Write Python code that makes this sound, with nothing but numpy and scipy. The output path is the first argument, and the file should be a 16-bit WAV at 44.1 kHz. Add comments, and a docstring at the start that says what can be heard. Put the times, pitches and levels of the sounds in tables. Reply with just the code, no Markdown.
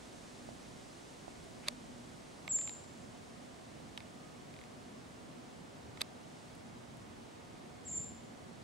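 """A wood: a treecreeper climbs a trunk and gives two thin, warbling calls near 7 kHz.
Trunks throw each call back and foliage smears it into a tail, over a distant rumble, a brief far tone,
steady hiss and settling leaves. A hand-held camera hums faintly; fingers rub and knock it,
and its plastic case clicks, ringing in its modes. A brief rasp leads into each loud snap."""
import sys
import numpy as np
from scipy import signal
from scipy.fft import rfft, irfft
from scipy.io import wavfile
from scipy.ndimage import uniform_filter1d

SR = 44100
rng = np.random.default_rng(int(sys.argv[2]) if len(sys.argv) > 2 else 0)


def transcribe(signal):
    """Save signal, clipped to [-1, 1], as a 16-bit WAV file at the path in sys.argv[1]."""
    frames = np.atleast_2d(signal).T
    limited = np.clip(frames, -1, 1)
    pcm = np.round(limited * 32767).astype(np.int16)
    wavfile.write(sys.argv[1], SR, pcm)


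N = 380583


def whistle(length_s, base_hz, climb_hz_per_s, arch_hz, level_db, peak_s, fall_db,
            arch_s=0.042, shrink_s=0.112, attack_s=0.0035, release_s=0.0092, overtone_db=-41):
    """Syrinx: near-pure tone in shrinking pitch arches; complex, so each path can turn its phase."""
    t = np.arange(0, length_s, 1 / SR)
    angle = np.pi * t / arch_s
    arch = np.abs(np.sin(angle))
    head_start_hz = 800 * np.exp(-t / 0.00754)  # first arch starts part-way up
    pitch_hz = base_hz + climb_hz_per_s * t + arch_hz * np.exp(-t / shrink_s) * arch + head_start_hz
    tone = np.exp(2j * np.pi * np.cumsum(uniform_filter1d(pitch_hz, size=120)) / SR)
    swell_db = np.interp(t, [0, peak_s, length_s], [-9.5, 0, fall_db])
    warble_db = -3.5 * (1 - arch) - 3 * np.sin(2 * angle)  # dips between arches, louder on falling sides
    gate = np.minimum(t / attack_s, 1) * np.minimum((length_s - t) / release_s, 1)
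    return np.sqrt(2) * gate * amp(level_db + swell_db + warble_db) * (tone + amp(overtone_db) * tone ** 2)


def treecreeper(call, echoes, direct_db, scatter_db, scatter, lead_rad=0.33, rough=0.3, bark_s=0.0023):
    """One call arrives directly, off the rough bark of single trunks, and through the foliage."""
    start_s, tone, out = call[0], whistle(*call[1:]), np.zeros((2, N))
    mics = np.exp(1j * np.array([[lead_rad], [0]]))  # left is reached sooner
    add(out, start_s, amp(direct_db) * panned(0.8) * (mics * tone).real)
    t = np.arange(SR // 50) / SR
    for delay_s, db, balance_db in echoes:
        smear = rng.standard_normal(len(t)) * np.exp(-t / bark_s)
        trunk = rough * smear / np.linalg.norm(smear) + (t == 0)
        echo = (mics * signal.fftconvolve(tone, trunk)).real
        add(out, start_s + delay_s, amp(db) * panned(balance_db) * echo)
    add(out, start_s, amp(scatter_db) * signal.fftconvolve(tone.real[None], scatter, axes=1))
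    return out


def foliage(build_s, hold_s, t60_s, late_db, late_t60_s, spread):
    """Impulse response: scatter off leaves and twigs builds, holds and dies; the deeper wood adds a tail."""
    t = np.arange(SR) / SR
    near = np.minimum(t / build_s, 1) * amp(-60 * np.maximum(t - hold_s, 0) / t60_s)
    far = amp(late_db - 60 * t / late_t60_s) * np.minimum(t / hold_s, 1)
    ahead, around, deep = rng.standard_normal((3, 2, SR))
    return (near * (ahead[0] + spread * around) + far * deep) / np.linalg.norm(near)


def case_ring(t):
    """Spectrum of the plastic case's response to one sharp tap."""
    # case modes: f/Hz, level/dB, t60/s
    modes = [(590, -28, 0.046), (950, -18, 0.009), (1223, -19, 0.021), (1690, -12, 0.0045),
             (2164, -12.5, 0.01), (2490, -11, 0.0078), (3770, -2, 0.0028), (4930, -11, 0.0063),
             (5700, -13, 0.0037), (7640, -8.5, 0.0024), (8760, -11, 0.0037), (11100, -15.5, 0.005),
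             (12370, -27, 0.0054), (13100, -18, .004)]
    return rfft(sum(amp(db - 60 * t / t60_s) * np.sin(2 * np.pi * hz * t) * (-1) ** k
                    for k, (hz, db, t60_s) in enumerate(modes)))


def click(at_s, db, tilt_db_per_oct, t60_s, spot_hz, spot_db, rattle=0.13, apart=0.11, lag_s=22e-6):
    """A snap and brief rattle ring the case, reaching the right mic later. Returns start/s, sound."""
    t = np.arange(2048) / SR
    f = np.fft.rfftfreq(len(t), 1 / SR)
    octaves = np.log2(np.maximum(f, 700))
    mics = np.exp(-2j * np.pi * f * np.array([[0], [lag_s]]))
    mid, side = rng.standard_normal((2, len(t))) * amp(-60 * t / t60_s)
    force = (t == 0) + rattle * mid + apart * np.array([side, -side])
    spot_band = np.exp(-((octaves - np.log2(spot_hz)) / 0.28) ** 2)  # favoured by the struck spot
    colour = case_ring(t) * amp(tilt_db_per_oct * octaves + spot_db * spot_band)
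    sound = np.roll(irfft(rfft(force) * colour * mics), len(t) // 2, axis=1)
    sound /= np.sqrt(np.sum(sound.mean(0) ** 2) / (SR / 1000))  # energy of 1 ms at rms 1
    return at_s - len(t) / 2 / SR, amp(db) * panned(-1.1) * sound


def case_clicks(ratchet_s=4.5398, notch_s=0.0246, notches=5):
    """Fingers click the case, a control ratchets through even notches, and a few thin ticks sound."""
    # case clicks: t/s, level/dB, rattle t60/s, spot f/Hz, spot gain/dB
    clicks = [(1.6841, -23, 0.011, 3970, 5), (2.4782, -34.5, 0.0064, 2330, 14),
              (2.587, -42.5, .012, 2190, 5), (2.613, -44.5, 0.043, 3000, -2),
              (2.675, -40.5, 0.012, 2400, 2), (2.6942, -41, 0.01, 4000, 2), (3.9758, -35, 0.016, 2940, 9.5),
              (4.004, -44, .008, 2410, 5), (5.9730, -45, 0.031, 2200, 3), (6.0087, -34, 0.025, 2980, 8),
              (6.016, -24, 0.009, 3900, 10.5)]
    # high ticks: t/s, level/dB
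    ticks = [(1.440, -59), (6.552, -57), (6.970, -58)]
    out = np.zeros((2, N))
    for at_s, db, t60_s, spot_hz, spot_db in clicks:
        tilt_db_per_oct = 0.2 * (db + 25)  # harder is brighter
        add(out, *click(at_s, db, tilt_db_per_oct, t60_s, spot_hz, spot_db))
    for notch in range(notches):
        at_s = ratchet_s + notch * notch_s
        add(out, *click(at_s, db=-50.5, tilt_db_per_oct=-2, t60_s=0.008, spot_hz=2250, spot_db=8))
    for at_s, db in ticks:
        add(out, *click(at_s, db, tilt_db_per_oct=7, t60_s=0.02, spot_hz=9500, spot_db=10))
    return out


def snap_lead_in(lowpass_hz=2500):
    """A brief rasp of noise swells into each loud snap."""
    # lead-ins: snap t/s, final level/dB, build-up/s
    lead_ins = [(1.6855, -38.5, 0.0091), (6.0152, -38.5, 0.0058)]
    t, out = np.arange(2048) / SR, np.zeros((2, N))
    colour = case_ring(t) / (1 + 1j * np.fft.rfftfreq(len(t), 1 / SR) / lowpass_hz)
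    for snap_s, db, build_s in lead_ins:
        white = rng.standard_normal(len(t)) + 0.5 * rng.standard_normal((2, len(t)))
        rasp = unit(irfft(rfft(white) * colour))
        add(out, snap_s - t[-1], amp(db) * rasp * np.exp(-t[::-1] / build_s))
    return out


def finger_rub():
    """A finger slides on the case just before the first snap."""
    return noise_burst(start_s=1.625, length_s=0.056, band=wavering(hz=2400, width_hz=600), db=-61)


def grip_knocks(t60_s=0.014):
    """Soft blows rock the camera, pushing the two mics in opposite ways."""
    # finger knocks on the grip: t/s, level/dB, f/Hz
    knocks = [(.4895, -36.5, 664), (1.2805, -35, 680), (2.4785, -44, 780), (3.151, -46, 620),
              (3.801, -45, 620), (6.0164, -38, 453)]
    t, out = np.arange(2048) / SR, np.zeros((2, N))
    mics = np.array([[-0.48], [2]])
    for at_s, db, hz in knocks:
        add(out, at_s, mics * amp(db - 60 * t / t60_s) * np.sin(2 * np.pi * hz * t))
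    return out


def distant_rumble(deep_db=-57.5, growth_db_per_s=0.42, swell_db=1.6, upper_db=-54, split_hz=200):
    """Far rumble; its deepest part wavers and slowly grows."""
    # rumble spectrum, mid: f/Hz, relative density/dB
    mid = [(12, -56), (20, -17), (38, -16), (63, -7), (112, -1), (168, -1.5), (194, -4.5), (233, -3),
           (337, -8), (376, -8), (427, -11), (714, -12), (768, -14.5), (1190, -18.5), (1600, -32.5),
           (2080, -26.5), (3520, -120)]
    # rumble spectrum, side: f/Hz, relative density/dB
    side = [(12, -61), (20, -33), (93, -2.5), (140, -1.5), (187, -2.5), (302, -3.5), (337, -4), (435, -4.5),
            (594, -6), (768, -7), (1600, -19), (2080, -40), (3520, -120)]
    t = np.arange(N) / SR
    rumble = stereo(noise(mid), noise(side), spread=amp(-2))
    deep = signal.sosfiltfilt(signal.butter(2, split_hz, fs=SR, output="sos"), rumble)
    drift_db = growth_db_per_s * (t - t.mean()) + swell_db * swell(slow_hz=0.835, fast_hz=7.6)
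    return panned(-1.35) * (amp(deep_db + drift_db) * deep + amp(upper_db) * (rumble - deep))


def hiss(db=-64.5):
    """Fine, steady, wide hiss."""
    # hiss spectrum, mid: f/Hz, relative density/dB
    mid = [(820, -29), (1400, 1), (1610, -0.5), (1750, 0), (1920, -1), (2260, -1.5), (2860, -2.5),
           (3200, -2.5), (4430, -5.5), (4760, -6.5), (8160, -10), (14300, -27.5), (16000, -22)]
    # hiss spectrum, side: f/Hz, relative density/dB
    side = [(820, -10), (1400, 0.5), (5720, -13), (7450, -15.5), (9130, -9.5), (11700, -23), (15200, -30),
            (16000, -32)]
    return panned(-1.14) * amp(db) * stereo(noise(mid), noise(side), spread=1)


def leaves(start_db=-62, settle_db_per_s=1.18, calm_s=6.5, stir_at_s=6.42, stir_s=0.16, stir_db=4):
    """Leaves settle as the breeze dies, stirring once more."""
    # leaf wash spectrum: f/Hz, relative density/dB
    wash = [(800, -26), (1500, -2), (2500, -2), (4000, -0.5), (6000, -1), (8200, -2), (10000, -7.5),
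            (12000, -20.5), (15000, -30)]
    t = np.arange(N) / SR
    stir = np.exp(-((t - stir_at_s) / stir_s) ** 2)
    level_db = start_db - settle_db_per_s * np.minimum(t, calm_s) + stir_db * stir
    return panned(-1.14) * amp(level_db) * stereo(noise(wash), noise(wash), spread=0.35)


def deep_rumble(db=-71, end_s=2.6, fade_s=0.54):
    """A very deep rumble lingers, then fades."""
    fade = np.clip((end_s - np.arange(N) / SR) / fade_s, 0, 1)
    return amp(db) * wavering(hz=48, width_hz=16) * fade


def far_tone(start_s=1.4, length_s=0.24):
    """A faint, low tone sounds briefly far off."""
    tone = unit(wavering(hz=655, width_hz=8)[:round(length_s * SR)])
    return noise_burst(start_s, length_s, tone, db=-67)


def camera_hum(drone_hz=238, width_hz=26, trim_db=-5.5):
    """The camera's works give a low, swelling drone and faint lines."""
    # drone contour: t/s, level before trim/dB
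    contour = [(0, -61), (.5, -55.5), (1.25, -69), (1.7, -53.5), (2.0, -51), (2.2, -62), (3.35, -55.5),
               (4.0, -58), (5.15, -55.5), (5.6, -57.5), (6.9, -56.5), (7.4, -60.5), (7.9, -54.5),
               (8.63, -58)]
    # hum and whine lines: f/Hz, level/dB, half-width/Hz
    hum_lines = [(730, -73.5, 2.4), (1247, -80.5, 2.2), (2203, -81.5, 9.7), (15624, -100, 2.2)]
    drone = stereo(wavering(drone_hz, width_hz), wavering(drone_hz, width_hz), spread=0.37)
    contour_db = np.interp(np.arange(N) / SR, *np.transpose(contour))
    level_db = trim_db + contour_db + swell(slow_hz=1.5, fast_hz=5)
    lines = sum(amp(db) * wavering(hz, line_width_hz) for hz, db, line_width_hz in hum_lines)
    return panned(-1.2) * (amp(level_db) * drone + lines)


def noise(spectrum):
    """Gaussian noise of rms 1, shaped by rows of f/Hz, level/dB."""
    hz, db = np.transpose(spectrum)
    gain = amp(np.interp(np.log(np.fft.rfftfreq(N, 1 / SR) + 1), np.log(hz + 1), db))
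    return unit(irfft(rfft(rng.standard_normal(N)) * gain, N))


def wavering(hz, width_hz):
    """Noise band of rms 1: a line that wanders in level and phase."""
    f = np.fft.rfftfreq(N, 1 / SR)
    return unit(irfft(rfft(rng.standard_normal(N)) / (1 + ((f - hz) / width_hz) ** 2), N))


def noise_burst(start_s, length_s, band, db):
    """Soft-edged burst of a noise band, slightly right of centre."""
    out, count = np.zeros((2, N)), round(length_s * SR)
    add(out, start_s, panned(-1) * amp(db) * band[:count] * signal.windows.tukey(count, 0.4))
    return out


def swell(slow_hz, fast_hz):
    """Random drift of rms 1 between two rates."""
    t = np.arange(0, N + 256, 256) / SR
    rates_hz = np.geomspace(slow_hz, fast_hz, num=24)
    drift = sum(np.sin(2 * np.pi * (hz * t + rng.random())) / np.sqrt(hz) for hz in rates_hz)
    return np.interp(np.arange(N) / SR, t, unit(drift))


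def amp(db):
    """Decibels to gain."""
    return 10 ** (np.asarray(db) / 20)


def unit(x):
    """Scales to rms 1."""
    return x / np.sqrt(np.mean(x ** 2) + 1e-20)


def add(mix, at_s, sound):
    """Mixes in a stereo sound."""
    part = mix[:, max(round(at_s * SR), 0):][:, :sound.shape[1]]
    part += sound[:, :part.shape[1]]


def panned(balance_db):
    """Channel gains for a left-minus-right level."""
    return amp([[balance_db / 2], [-balance_db / 2]])


def stereo(mid, side, spread):
    """Mid and side to left and right."""
    return mid + spread * np.array([[1], [-1]]) * side


def scene():
    """First call in the open; second screened, so its reflections outweigh the direct sound."""
    # calls: t/s, length/s, base f/Hz, climb/(Hz/s), arch height/Hz, source level/dB, peak t/s, fall/dB
    calls = [(2.4885, 0.15, 6694, 2500, 1090, -30, 0.061, -15.5),
             (7.8495, 0.145, 6480, 4100, 1230, -30, 0.118, -7)]
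    # trunk echoes, first call: delay/s, gain/dB, left-right/dB
    first_echoes = [(0.022, -28, 2), (.046, -28, 4), (0.059, -14, -1), (0.084, -17, 0), (.121, -15, 5),
                    (.172, -22.5, -2), (0.199, -25, -4)]
    # trunk echoes, second call: delay/s, gain/dB, left-right/dB
    second_echoes = [(.010, -13, 0), (.036, -22, 0), (.052, -18, 0.92), (.083, -18.5, 1), (.104, -23, 1),
                     (0.139, -35, 1)]
    scatter = foliage(build_s=0.031, hold_s=0.11, t60_s=0.25, late_db=-0.5, late_t60_s=0.95, spread=0.29)
    first = treecreeper(calls[0], first_echoes, direct_db=0, scatter_db=-9, scatter=scatter)
    scatter = foliage(build_s=0.017, hold_s=0.035, t60_s=0.47, late_db=-12, late_t60_s=1, spread=0.22)
    second = treecreeper(calls[1], second_echoes, direct_db=-11, scatter_db=-10.5, scatter=scatter)
    close_sounds = case_clicks() + snap_lead_in() + finger_rub() + grip_knocks()
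    background = distant_rumble() + hiss() + leaves() + deep_rumble() + far_tone() + camera_hum()
    return first + second + close_sounds + background


def record(dry):
    """Band limit at 15.8 kHz."""
    lowpass = signal.firwin(511, 15800, window=("kaiser", 9), fs=SR)
    return signal.oaconvolve(dry, lowpass[None], "same")


dry = scene()
out = record(dry)
transcribe(out)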